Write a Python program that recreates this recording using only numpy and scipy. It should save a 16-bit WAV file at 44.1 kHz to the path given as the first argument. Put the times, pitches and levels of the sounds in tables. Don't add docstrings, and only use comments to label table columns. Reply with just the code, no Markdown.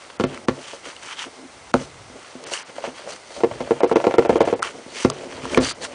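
import sys
import numpy as np
from scipy import signal
from scipy.fft import rfft, irfft, next_fast_len
from scipy.io import wavfile

SR = 44100
rng = np.random.default_rng(int(sys.argv[2]) if len(sys.argv) > 2 else 0)


def elevation(decibels):
    levels = np.asarray(decibels, float)
    return 10 ** (levels / 20)


def bounce(signal):
    frames = np.transpose(np.atleast_2d(signal))
    limited = np.clip(frames, -1, 1)
    pcm = np.round(limited * 32767).astype(np.int16)
    wavfile.write(sys.argv[1], SR, pcm)


N = 262326

# (frequency [Hz], level [dB], t60 [s])
DEEP_MODES = [(259.5, -2, 0.12), (312, -5, 0.038), (355.6, -1, 0.079)]
LID_MODES = [(370, -3, 0.063), (456, 5.5, 0.039)]
WALL_MODES = [(573.2, 12, 0.035), (666.3, 7, 0.038), (781, -3, 0.07), (876, -1, 0.056)]
CARD_MODES = [(1130, 9, 0.023), (1170, 5.5, 0.035), (1355, 10, 0.031), (1730, -0.5, 0.049),
              (2097, 0.5, 0.045), (2365, 0, 0.026), (3097, -23.5, 0.041)]
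# (time [s], peak [dB], deep panels [dB], side walls [dB], crack [dB])
BUMPS = [
    (0.196, -5, -4.5, -15.5, -12),
    (0.206, -20, 11.5, -1.5, 0.5),
    (0.236, -7.5, 3.5, -5.5, -7.5),
    (0.482, -5, 2, -8.5, -6),
    (1.7395, -2.5, -2, -5.5, -16.5),
    (5.046, -1.5, 3, -9.5, -10),
    (5.572, 6.5, -10.5, -19, -12.5),
]


def rms_one(x):
    return x / np.sqrt(np.mean(x ** 2) + 1e-20)


def band(x, order, low_hz, high_hz):
    return signal.sosfilt(signal.butter(order, [low_hz, high_hz], "band", fs=SR, output="sos"), x)


def in_time(curve):
    s, level_db = np.transpose(curve)
    return np.interp(np.arange(N) / SR, s, level_db)


def drift(rate_hz):
    hop, settle = 40, 2000
    r = np.exp(-2 * np.pi * rate_hz * hop / SR)
    noise = rng.standard_normal(N // hop + 2 + settle)
    slow = signal.lfilter([1], [1, -2 * r, r * r], noise)[settle:]
    return np.interp(np.arange(N) / hop, np.arange(len(slow)), rms_one(slow))


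def coloured(x, spectrum):
    bin_hz = np.maximum(np.arange(N // 2 + 1) * SR / N, 1)
    hz, level_db = np.transpose(spectrum)
    gain = elevation(np.interp(np.log(bin_hz), np.log(hz), level_db))
    return rms_one(irfft(rfft(x) * gain, N))


def ring(clicks, hz, t60_s):
    r, w = elevation(-60 / (t60_s * SR)), 2 * np.pi * hz / SR
    return signal.lfilter([0, np.sin(w)], [1, -2 * r * np.cos(w), r * r], clicks + 1e-18)


def fibres(per_s, spread_db):
    sizes = elevation(spread_db * np.minimum(rng.exponential(1, N), 5)) * rng.choice([-1, 1], N)
    return sizes * (rng.random(N) < per_s / SR)


def fibres_ring(modes, offset_db, spread_db):
    return sum(elevation(mode_db + offset_db) * ring(fibres(900, spread_db), hz, t60_s)
               for hz, mode_db, t60_s in modes)


def strokes(s, rise_s, fall_s, level_db):
    edge_db, hop = 12, 20
    t = np.arange(0, N, hop)[:, None] / SR - s
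    phase = np.where(t < 0, t / rise_s, t / fall_s)
    each = elevation(level_db - edge_db * np.minimum(phase ** 2, 9))
    gain = np.sqrt(np.sum(each ** 2, axis=1))
    return np.interp(np.arange(N), np.arange(0, N, hop), gain)


def struck(times_s, level_db, modes, low_hz, soft_hz):
    scatter_db = 2
    at, out = np.round(times_s * SR).astype(int), np.zeros(N)
    chance = rng.standard_normal((len(at), len(modes)))
    for k, (hz, mode_db, t60_s) in enumerate(modes):
        clicks = np.zeros(N)
        clicks[at] = -elevation(level_db + mode_db + scatter_db * chance[:, k])
        out += ring(clicks, hz, t60_s)
    return band(out, 3, low_hz, soft_hz)


def puff(times_s, level_db, t60_s):
    starts = np.zeros(N)
    starts[np.round(times_s * SR).astype(int)] = elevation(level_db)
    decay = signal.lfilter([1], [1, -elevation(-60 / (t60_s * SR))], starts + 1e-18)
    return rng.standard_normal(N) * decay


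def room_tone():
    # (frequency [Hz], density [dB per Hz])
    tone_spectrum = [(15, -35), (25, -24), (107, -15), (172, -7.5), (546, 2.5), (795, 0), (1420, -2),
                     (1820, -8), (2060, -1), (2340, -7.5), (8180, -15), (10000, -14), (13000, -49),
                     (22000, -120)]
    return elevation(-45.5) * coloured(rng.standard_normal(N), tone_spectrum) * elevation(0.27 * drift(17))


def room(x):
    t60_s, wall_cut_hz = 0.17, 11000
    size = next_fast_len(N + SR)
    turn = np.exp(-2j * np.pi * np.arange(size // 2 + 1) / size)
    dull = np.exp(-2 * np.pi * wall_cut_hz / SR)
    echoes = 0
    for k, lag in enumerate((rng.uniform(0.013, 0.029, 8) * SR).astype(int)):
        loop = elevation(-60 * lag / SR / t60_s) * (1 - dull) / (1 - dull * turn) * turn ** lag
        echoes = echoes + (-1) ** k * loop / (1 - loop)
    return irfft(rfft(x, size) * echoes, size)[:N]


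def push():
    # (time [s], level [dB])
    flexing = [(0.0, -64), (0.3, -56), (0.45, -57), (1.3, -66), (1.9, -45.5), (2.4, -67), (3.35, -62.5),
               (3.55, -41.5), (3.94, -76.5), (4.25, -42), (4.4, -37), (4.64, -53), (4.78, -81.5),
               (5.15, -79), (5.42, -42), (5.65, -38.5), (5.95, -66)]
    lumps = band(fibres(400, spread_db=2.5), 2, 40, 130)
    return rms_one(lumps) * elevation(in_time(flexing))


def rasp_source():
    # (frequency [Hz], density [dB per Hz])
    rasp_spectrum = [(500, -26), (900, 5.5), (1400, 5.5), (2400, 2.5), (3200, 2.5), (4500, -30)]
    papery = np.zeros(N)
    for hz, _, t60_s in CARD_MODES:
        papery += elevation(7.8 * drift(3.4)) * ring(fibres(1300, spread_db=3.0), hz, 0.12 * t60_s)
    broad = coloured(fibres(5000, spread_db=4.5), rasp_spectrum)
    return rms_one(broad + elevation(-6.5) * rms_one(np.diff(papery, prepend=0)))


def hiss_source():
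    # (frequency [Hz], density [dB per Hz])
    hiss_spectrum = [(2000, -24), (3500, -5), (5000, -2.5), (6500, -2.5), (8000, -7), (10000, -9)]
    hiss = coloured(fibres(9000, spread_db=3.0), hiss_spectrum)
    for hz in (3000, 4700, 6300):
        hiss = hiss + elevation(-17 + 4.5 * drift(14)) * rms_one(ring(hiss, hz, t60_s=0.004))
    return hiss


def rubbing():
    # (time [s], rise [s], fall [s], rasp [dB], skin hiss above rasp [dB])
    rubs = [(0.024, 0.018, 0.042, -51, -7), (0.103, 0.0059, 0.0092, -44, -24),
            (.36, 0.081, 0.014, -42, -13), (.73, 0.16, 0.056, -43, -1), (.864, 0.028, 0.075, -39, -3.5),
            (1.07, 0.062, 0.063, -39.5, -2), (1.121, 0.045, 0.031, -35.5, -8),
            (1.224, .05, 0.042, -34.5, -4.5), (1.82, 0.11, .04, -41, -2), (2.19, 0.021, 0.27, -51.5, -6),
            (2.48, 0.036, 0.036, -39.5, -1), (2.54, 0.031, 0.052, -33, 4), (2.6, 0.037, 0.028, -39.5, -8),
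            (2.686, .02, 0.027, -46, -12), (2.766, 0.014, .03, -41.5, -6), (2.85, 0.031, 0.044, -35, -8),
            (2.96, 0.014, 0.13, -44, -5.5), (3.104, 0.027, 0.066, -39, 1.5), (3.36, 0.064, .06, -48, 4.5),
            (4.639, 0.014, 0.055, -28.5, -8), (4.76, 0.032, 0.12, -58, -1),
             (5.022, 0.087, 0.043, -37.5, 5), (5.13, 0.082, 0.23, -47.5, -6), (5.33, 0.061, 0.092, -44, -5),
             (5.44, 0.034, 0.025, -38.5, -5.5), (5.532, 0.053, 0.059, -33, -3),
             (5.645, 0.037, 0.048, -30.5, 4.5), (5.698, 0.046, 0.023, -32, 6),
             (5.844, 0.024, 0.021, -31, 3), (5.948, 0.05, .04, -44, -5)]
    # (time [s], half length [s], lid [dB], deep panels above lid [dB])
    drags = [(0.323, .1, -40.5, 0.5), (0.553, 0.088, -43, -2.5), (0.742, 0.014, -44, -10),
             (0.874, 0.033, -44, -7), (1.058, 0.018, -49.5, 3), (1.268, 0.026, -43, -2),
             (1.433, 0.067, -53.5, 9), (1.815, 0.024, -40.5, 4), (1.879, 0.042, -44.5, -10),
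             (2.159, 0.04, -45.5, -8.5), (2.445, 0.11, -45, -12), (2.695, 0.019, -45, -19),
             (2.76, 0.017, -48, 3), (2.86, 0.098, -43.5, -7), (3.098, 0.059, -35.5, -27),
             (3.388, 0.029, -32.5, -13), (4.665, 0.051, -40, -11), (4.774, 0.052, -41, -1),
             (4.96, .1, -46, -3), (5.106, 0.019, -31, 0), (5.237, 0.18, -40.5, -1),
             (5.458, 0.038, -38.5, 2), (5.538, 0.044, -33.5, 0), (5.6, 0.094, -29.5, -1.5),
             (5.847, 0.071, -37, -9.5), (5.94, 0.027, -42.5, -0.5)]
    # (time [s], level [dB])
    effort = [
        (3.4, -94),
        (3.53, -47),
        (3.9, -47.5),
        (4.15, -49.5),
        (4.33, -42.5),
        (4.5, -39),
        (4.58, -64),
        (4.62, -63),
    ]
    s, rise_s, fall_s, rasp_db, skin_db = np.transpose(rubs)
    drag_s, half_s, drag_db, deep_db = np.transpose(drags)
    shake = elevation(in_time(effort))

    rasp_gain = elevation(-59) + strokes(s, rise_s, fall_s, rasp_db) + shake
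    hiss_gain = elevation(-53) + strokes(s, rise_s, fall_s, rasp_db + skin_db) + shake * elevation(-7.5)
    rumble_gain = elevation(-68) + strokes(drag_s, half_s, half_s, drag_db) + shake * elevation(8)
    boom_gain = elevation(-68) + strokes(drag_s, half_s, half_s, drag_db + deep_db) + shake * elevation(-9.5)

    rumble = fibres_ring(LID_MODES, 0, spread_db=0.0) + fibres_ring(WALL_MODES, -10, spread_db=2.5)
    boom = fibres_ring(DEEP_MODES, 0, spread_db=0.0)
    surface = rasp_source() * rasp_gain + hiss_source() * hiss_gain
    hollow = rms_one(rumble) * rumble_gain + rms_one(boom) * boom_gain
    grip_db = 1.4 * drift(60)
    return surface * elevation(grip_db) + hollow * elevation(2.6 * drift(42))


def ticks():
    # (time [s], peak [dB], centre [Hz], crack
    # [dB])
    sharp_rings = [(0.345, -19, 1070, -12), (0.3744, -15, 1290, -22), (0.9638, -18, 2950, -31),
                   (1.7389, 2, 1280, -40), (1.7404, -5, 1030, -40), (2.4386, -29.5, 1140, 3.5),
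                   (2.5354, -11, 2840, -1.5), (2.5742, -13, 2940, -24), (2.763, -22.5, 1410, -20),
                   (3.895, -14, 1330, -22), (4.6229, -6, 1300, -34), (4.6269, -3.5, 1390, -9.5),
                   (5.0994, -8.5, 1200, -2), (5.4533, -10.5, 1110, -24), (5.5451, -1, 2320, -29),
                   (5.646, -6.5, 6000, -17), (5.71, -9, 1350, -19)]
    out, length = np.zeros(N), 2000
    for s, peak_db, hz, crack_db in sharp_rings:
        i = round((s + 0.001) * SR)
        burst = puff(np.array([s + 0.0012]), peak_db, t60_s=0.009)[i:i + length]
        burst[0] = elevation(peak_db + 13)
        slope = np.diff(ring(burst, hz, t60_s=0.011), prepend=0) * SR / (2 * np.pi * hz)
        crack = band(burst, 1, 2800, 7500)
        out[i:i + length] += elevation(-22) * slope + elevation(crack_db) * crack
    return out


def blows():
    # (time [s], peak [dB], deep panels [dB], hardness [dB])
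    rattles = [(3.304, -33, -26, -8), (3.362, -34, -10, -4), (3.403, -20.5, -25, -4.5),
               (3.433, 0.5, -16.5, 0), (3.469, -22, -15, -17), (3.51, -23, -3, -1.5), (3.547, -37, 3, -28),
               (3.603, -11, -6.5, -3), (3.672, -41, 7, -3), (3.706, 0.5, -13, -2),
               (3.803, -15.5, -11.5, 2.5), (3.831, 4, -23.5, 0), (3.912, -3, -10.5, 0.5),
               (3.956, 4.5, -18, 2.5), (3.999, -23, -15, 3.5), (4.039, -8, -34, 4), (4.066, 3, -12, 0.5),
               (4.108, -28.5, -7, 6.5), (4.138, -4.5, -16, -1), (4.181, 4, -14.5, 4), (4.221, -19, -24, 0),
               (4.248, -10.5, -32, 1), (4.292, 2, -9, 4), (4.325, -9, -5, -4), (4.355, -1.5, -20, -1.5),
               (4.404, 2.5, -16.5, 4.5), (4.439, -25, -32, -1), (4.473, -7, -25, 0),
               (4.525, -2, -11.5, -3.5), (4.591, -19.5, -29, -5)]
    # (time [s], peak [dB], deep panels [dB], hardness [dB])
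    taps = [(0.096, -45, -27, -12), (0.731, -29, -16, -5), (0.856, -36, -25, -8), (1.387, -33.5, -18, -15),
            (2.096, -33.5, 0, -15), (2.35, -32, 5, -13), (2.515, -21.5, -23.5, -7.5), (2.781, -37, -23, -2),
            (2.838, -22.5, -19, 0), (2.874, -17, -8.5, -10), (2.991, -30, -23, -11), (3.071, -42, -33, -2),
            (4.753, -38, 0, -28), (4.86, -32, 3, -15), (5.252, -37, -24, -22), (5.376, -23, -14, -8),
            (5.45, -20, -26, -11.5)]
    s, peak_db, deep_db, hard_db = np.transpose(rattles + taps)
    wall_db = -11 - 0.59 * peak_db + hard_db
    crack_db = -16.5 - 0.62 * peak_db + hard_db
    loose = [s, peak_db, deep_db, wall_db, crack_db, crack_db - 15]
    landed = np.transpose(BUMPS)
    return np.hstack([np.vstack([landed, landed[-1] - 9.5]), loose])


def knocks():
    # (frequency [Hz], level [dB], t60 [s])
    table_modes = [(57, -7, 0.15), (108.8, -10.5, 0.13), (140.3, -9.5, 0.25)]
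    rebound_s, contact_lag_s = 0.0095, 0.00189
    s, peak_db, *parts_db = blows()
    late_s = s + rebound_s * elevation(1.407 * rng.standard_normal(len(s)))
    times_s = np.concatenate([s, late_s]) + contact_lag_s

    rebound_db = -5.0 + 0.054 * peak_db - 0.18 * np.maximum(parts_db[0] + 16.0, 0)
    rebound_db[:len(BUMPS)] -= 4.0
    blow_db = np.concatenate([peak_db, peak_db + rebound_db])
    deep_db, wall_db, crack_db, snap_db = [blow_db + np.tile(part_db, 2) for part_db in parts_db]

    table = struck(times_s, deep_db - 13, table_modes, low_hz=43, soft_hz=249)
    panels = struck(times_s, deep_db - 5, DEEP_MODES, low_hz=205, soft_hz=745)
    lid = struck(times_s, blow_db - 7.5, LID_MODES, low_hz=280, soft_hz=1370)
    walls = struck(times_s, wall_db - 9, WALL_MODES, low_hz=477, soft_hz=2090)
    card = struck(times_s, crack_db - 15.5, CARD_MODES, low_hz=730, soft_hz=5160)
    crunch = band(puff(times_s, crack_db + 2, t60_s=0.029), 2, 700, 2600)
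    snap = band(puff(times_s, snap_db + 3.5, t60_s=0.025), 2, 2500, 6500)
    return table + panels + lid + walls + card + crunch + snap


def scene():
    hits = knocks() + ticks()
    return np.array([room_tone() + push() + rubbing() + hits + elevation(-17) * room(hits)])


def roll_off(x):
    return signal.sosfilt(signal.butter(12, 16370, fs=SR, output="sos"), x)


def record(dry):
    # (time [s], starved above [Hz])
    starved = [(.172, 3000), (.248, 5300), (.456, 1000), (1.716, 400), (2.445, 5000), (2.63, 5000),
               (3.808, 3000), (3.855, 5000), (3.935, 3500), (4.16, 3200), (4.27, 3200), (4.383, 3200),
               (4.43, 5200), (4.54, 5000), (4.598, 2500), (5.112, 4800), (5.582, 5500), (5.727, 5500)]
    starved_s, starved_db, clip_level = 0.021, -20, 0.725
    x = signal.sosfilt(signal.cheby2(18, 75, 10700, fs=SR, output="sos"), dry)
    x = signal.sosfilt(signal.butter(2, 70, "high", fs=SR, output="sos"), x)
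    for s, above_hz in starved:
        span = slice(round(s * SR), round((s + starved_s) * SR))
        high = signal.butter(6, above_hz, "high", fs=SR, output="sos")
        treble = signal.sosfiltfilt(high, x[:, span])
        x[:, span] -= treble * (1 - elevation(starved_db)) * signal.windows.tukey(treble.shape[1], 0.25)
    return roll_off(np.clip(x, -clip_level, clip_level))


dry = scene()
out = record(dry)
bounce(out)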